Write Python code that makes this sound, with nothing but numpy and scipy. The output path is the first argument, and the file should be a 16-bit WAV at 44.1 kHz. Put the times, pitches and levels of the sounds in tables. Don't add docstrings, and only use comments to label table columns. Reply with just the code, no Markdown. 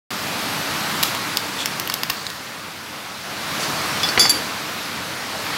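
import sys
import numpy as np
from scipy import signal
from scipy.fft import rfft, irfft, next_fast_len
from scipy.io import wavfile
from scipy.ndimage import uniform_filter1d, minimum_filter1d, map_coordinates

SR = 44100
rng = np.random.default_rng(int(sys.argv[2]) if len(sys.argv) > 2 else 0)


def file_out(sig):
    cols = np.atleast_2d(sig).T
    lim = np.clip(cols, -1, 1)
    pcm = np.round(lim * 32767).astype(np.int16)
    wavfile.write(sys.argv[1], SR, pcm)


N = 245637

# time in seconds, strength in dB.
ROAR_SWELL = [(0.1, -27.5), (0.6, -25.5), (1.0, -25), (1.4, -28), (1.75, -29.0), (2.1, -32), (2.7, -34.5),
              (3.2, -32.9), (3.6, -25.5), (4.1, -24.5), (4.55, -28.5), (5.25, -29.5), (5.57, -26)]
# frequency in Hz, relative level in dB.
RUMBLE_SPECTRUM = [(25, -33), (45, -39), (65, -17), (88, -2), (112, -3), (140, 2), (195, 0.5), (225, 2),
                   (255, -2.5), (305, 2.5), (350, -6.5), (450, -13.5), (700, -37)]
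AIR_SPECTRUM = [(200, -15.5), (350, -6.5), (450, -4.5), (600, -2.5), (800, -2), (1250, 0), (1700, -2),
                (2200, -3.5), (3000, -6), (4500, -6), (7000, -14.5), (9100, -23.5), (15000, -78)]
HISS_SPECTRUM = [(3500, -13), (5500, -6), (6500, -5), (8000, 0.5), (9500, 0.5), (11500, 2.5), (13500, -1.5),
                 (15800, -4)]
# centre in Hz, width in Hz, relative level in dB.
DRONE_PEAKS = [(95, 2.9, -8.5), (194.7, 11.5, -0.5), (301.4, 4.4, -1.5)]
# start in seconds, level in dB, fragment pitch in Hz,
# splinter trim in dB, hollow ring trim in dB.
SHELL_CRACKS = [(1.0287, -4, 5200, 1, 2), (1.0338, -2, 3900, -7.5, -8), (1.149, -14.5, 3500, -7, 2),
                (1.3715, -5, 4740, -8.5, -11), (1.6585, -5, 5740, -11, -12), (1.7980, -10.5, 3180, -4, -15),
                (1.875, -13.5, 2900, -8, -10), (1.8990, -8, 4600, -12, -2), (1.9214, -14, 3600, -19, -18),
                (1.9400, -11.5, 5170, -0.5, -17), (2.0339, -8, 4600, -9.5, -2),
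                (2.0989, -8.5, 2970, -6, -4), (2.1016, -4.5, 4600, -8, -2.5), (2.2669, -9, 4300, -26, -17),
                (2.302, -15, 4200, -15, -12)]
# frequency in Hz, relative level in dB.
FRAGMENT_SPECTRUM = [(300, -47), (1000, -4.5), (2500, -2), (4000, 7), (5000, -1), (6500, -8.5),
                     (16000, -25)]
SPLINTER_SPECTRUM = [(2000, -13), (5000, -0.5), (9000, -9.5), (13000, -1.5), (16000, -5.5)]
# frequency in Hz, t60 in seconds, relative level in dB.
CARAPACE_MODES = [(1065, 0.014, -6), (1830, .03, -13), (2300, 0.018, -15), (2790, 0.018, -7.5)]
# start in seconds, length in seconds, squeak level in dB,
# squeak pitch in Hz, rasp level in dB.
BLADE_STROKES = [(1.033, 0.066, -36, 3430, -35), (1.576, 0.064, -29, 3450, -34),
                 (2.112, 0.17, -40, 4500, -44), (3.595, 0.071, -36, 4550, -30.5)]
# frequency in Hz, relative level in dB.
RASP_SPECTRUM = [(2000, -8), (4000, -3), (6000, 3), (8500, -1.5), (10000, -8), (13000, -12), (16000, -23)]
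# start in seconds, ring level in dB, damping factor, tick level in dB.
KNIFE_CLINKS = [(4.0322, 0.5, 2.2, -15), (4.089, -4, 4, -18), (4.1951, 1, 0.99, -13),
                (4.2598, -3, 3.4, -16), (4.295, 1, 1.1, -11.5)]
CLINK_CONTACTS = ["edge", "heel", "handle", "heel", "tip"]
# frequency in Hz, t60 in seconds before damping, then relative levels in dB
STEEL_MODES = [(3445, .36, -15.5, -18, -42, -25), (4086, .35, -32, -39, -45, -39),
               (4517, .38, -30, -28, -15, -24), (4673, .31, -23, -9, -32, -11.5),
               (5128, .5, -22, -16.5, -22, -39), (5895, .35, -29, -25, -45, -44),
               (6445, .14, -42, -15.5, -29, -23), (6820, .22, -40, -32, -36, -38),
               (7219, .29, -43, -21, -38, -20), (7830, .22, -42, -38, -54, -33),
               (9711, .27, -44, -21, -42, -34), (10650, .13, -48, -19, -38, -15),
               (11005, .14, -40, -21, -44, -18), (11120, .16, -43, -27, -47, -20),
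               (11790, .2, -50, -36, -52, -25), (12335, .14, -50, -23, -43, -24),
               (13290, .26, -58, -29, -44, -42), (13825, .12, -60, -44, -46, -26),
               (15180, .15, -57, -34, -52, -54)]
# start in seconds, level in dB, low-pass cutoff in Hz.
HANDLE_KNOCKS = [(4.1762, 4, 5000), (4.2542, -1.5, 1490)]
# frequency in Hz, t60 in seconds, relative level in dB.
BOARD_MODES = [(197, 0.059, -24.5), (430, 0.022, -13.5), (765, 0.025, -17), (1170, 0.0087, -11),
               (2000, 0.0088, -1), (2300, 0.0097, -6), (2910, 0.022, -11), (4520, 0.042, -14)]
# frequency in Hz, t60 in seconds.
ROOM_DECAY = [(200, 0.93), (2000, 0.37), (14000, 0.38)]


def amp(db):
    return 10 ** (np.asarray(db) / 20)


def unit(x):
    return x / np.sqrt(np.mean(x ** 2) + 1e-20)


def along(points, hz):
    freqs, values = np.transpose(points)
    return np.interp(np.log(hz + 1), np.log(freqs + 1), values)


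def clock(size):
    return np.arange(size) / SR


def filtered(x, response):
    size = x.shape[-1]
    padded = next_fast_len(size + 4096)
    return irfft(rfft(x, padded) * response(np.fft.rfftfreq(padded, 1 / SR)), padded)[..., :size]


def coloured(x, spectrum, stretch=1):
    return unit(filtered(x, lambda hz: amp(along(spectrum, hz / stretch))))


def fade(t, t60):
    return np.exp(-np.log(1000) * t / max(t60, 1e-4))


def ring(t, modes):
    return sum(amp(db) * fade(t, t60) * np.sin(2 * np.pi * (hz * t + rng.random()))
               for hz, t60, db in modes)


def add(track, start_s, sound):
    part = track[round(start_s * SR):][:len(sound)]
    part += sound[:len(part)]


def wobble(knots_per_s):
    return map_coordinates(rng.standard_normal(256), [clock(N) * knots_per_s])


def rush(spectrum, patchy_db):
    bands = signal.stft(rng.standard_normal(N), nperseg=512)[2]
    patches = uniform_filter1d(rng.standard_normal(bands.shape), size=6, axis=0)
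    patches = uniform_filter1d(patches, size=12, axis=1)
    turbulence = signal.istft(bands * amp(patchy_db * unit(patches)), nperseg=512)[1][:N]
    return coloured(turbulence, spectrum)


def fan():
    def housing(hz):
        return sum(amp(db) / (1 + ((hz - centre) / (width / 2)) ** 2)
                   for centre, width, db in DRONE_PEAKS)

    t = clock(N)
    swell_db = np.interp(t, *np.transpose(ROAR_SWELL)) + 28.5
    past_middle_s = t - t.mean()
    drone = unit(filtered(rng.standard_normal(N), housing))
    rumble_db = -38 - 0.5 * past_middle_s + 0.5 * wobble(knots_per_s=3.77)
    rumble = amp(rumble_db) * (rush(RUMBLE_SPECTRUM, patchy_db=0.6) + amp(-12) * drone)
    air = amp(-28) * rush(AIR_SPECTRUM, patchy_db=0.9)
    hiss = amp(-39 - 0.3 * past_middle_s) * rush(HISS_SPECTRUM, patchy_db=1.5)
    return amp(swell_db) * (rumble + air + hiss)


def shell_noise(t, pitch_hz):
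    return coloured(rng.standard_normal(len(t)), FRAGMENT_SPECTRUM, stretch=pitch_hz / 4000)


def snap(pitch_hz, splinter_db, hollow_db):
    t = clock(SR // 10)
    flick = amp(-4) * np.sin(2 * np.pi * pitch_hz * t) * fade(t, t60=0.0059)
    tear = amp(-7.5) * shell_noise(t, pitch_hz)
    splinters = amp(splinter_db + 2.5) * coloured(rng.standard_normal(len(t)), SPLINTER_SPECTRUM)
    hollow = amp(hollow_db) * ring(t, CARAPACE_MODES)
    return flick + (tear + splinters) * fade(t, t60=0.014) + hollow


def shell_cracks():
    out = np.zeros(N)
    for start_s, db, *colour in SHELL_CRACKS:
        add(out, start_s, amp(db) * snap(*colour))
        crumb_s = start_s + 0.044 * rng.random()
        add(out, crumb_s, amp(db - 25) * snap(*colour))
    return out


def blade_scrapes():
    out, t = np.zeros(N), clock(SR // 4)
    half_width_hz = 130
    for start_s, length_s, squeak_db, squeak_hz, rasp_db in BLADE_STROKES:
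        slips = rng.standard_normal(len(t)) * amp(2 * rng.exponential(size=len(t)))
        squeak = unit(filtered(slips, lambda hz: 1 / (1 + 1j * (hz - squeak_hz) / half_width_hz)))
        rasp = coloured(slips, RASP_SPECTRUM)
        stroke = np.sqrt(np.abs(np.sin(np.pi * np.clip(t / length_s, 0, 1))))
        add(out, start_s, stroke * (amp(squeak_db) * squeak + amp(rasp_db) * rasp))
    return out


def knife_clinks():
    out, t = np.zeros(N), clock(SR // 2)
    lies_flat_s, linger_below_hz = 4.310, 5500
    choke_times = [row[0] for row in KNIFE_CLINKS[1:]] + [lies_flat_s]
    for clink, contact, choke_s in zip(KNIFE_CLINKS, CLINK_CONTACTS, choke_times):
        start_s, db, damping, tick_db = clink
        place = ["edge", "handle", "heel", "tip"].index(contact)
        steel = ring(t, [(hz, t60 / damping, levels[place]) for hz, t60, *levels in STEEL_MODES])
        choke = fade(np.maximum(t - (choke_s - start_s), 0), t60=0.049)
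        lingering = amp(-7) * filtered(steel, lambda hz: 1 / (1 + (hz / linger_below_hz) ** 10))
        tick = amp(tick_db) * fade(t, t60=0.026) * shell_noise(t, pitch_hz=4900)
        add(out, start_s, amp(db) * (steel * choke + lingering * (1 - choke)) + tick)
    return out


def board_knocks():
    out, t = np.zeros(N), clock(SR // 2)
    for start_s, db, cutoff_hz in HANDLE_KNOCKS:
        plastic = ring(t, BOARD_MODES)
        thud = amp(-11.5) * fade(t, t60=0.037) * coloured(rng.standard_normal(len(t)), AIR_SPECTRUM)
        low_pass = signal.butter(2, cutoff_hz, fs=SR)
        add(out, start_s, amp(db) * signal.lfilter(*low_pass, plastic + thud))
    return out


def kitchen_reverb(send):
    hz, t, bands = signal.stft(rng.standard_normal(SR // 2), SR, nperseg=256)
    decay = np.exp(-np.log(1000) * t / along(ROOM_DECAY, hz)[:, None])
    tail = signal.istft(bands * decay, SR, nperseg=256)[1]
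    return signal.fftconvolve(send, tail / np.linalg.norm(tail))[:N]


def limited(x, ceiling_db):
    gain = 1 / np.maximum(1, np.abs(x) / amp(ceiling_db))
    return x * uniform_filter1d(minimum_filter1d(gain, size=180), size=180)


def scene():
    shell = shell_cracks() + blade_scrapes()
    knife = knife_clinks() + board_knocks()
    room = kitchen_reverb(amp(-11.5) * shell + amp(-8.5) * knife)
    mono = shell + knife + room + fan()
    return np.array([mono, mono])


def record(dry):
    opens_s, low_cut_hz, high_cut_hz = 0.1055, 52, 15900
    opened = dry * (clock(N) >= opens_s)
    lean = signal.sosfilt(signal.butter(4, low_cut_hz, "highpass", fs=SR, output="sos"), opened)
    return filtered(limited(lean, ceiling_db=-0.3), lambda hz: 1 / (1 + (hz / high_cut_hz) ** 200))


dry = scene()
out = record(dry)
file_out(out)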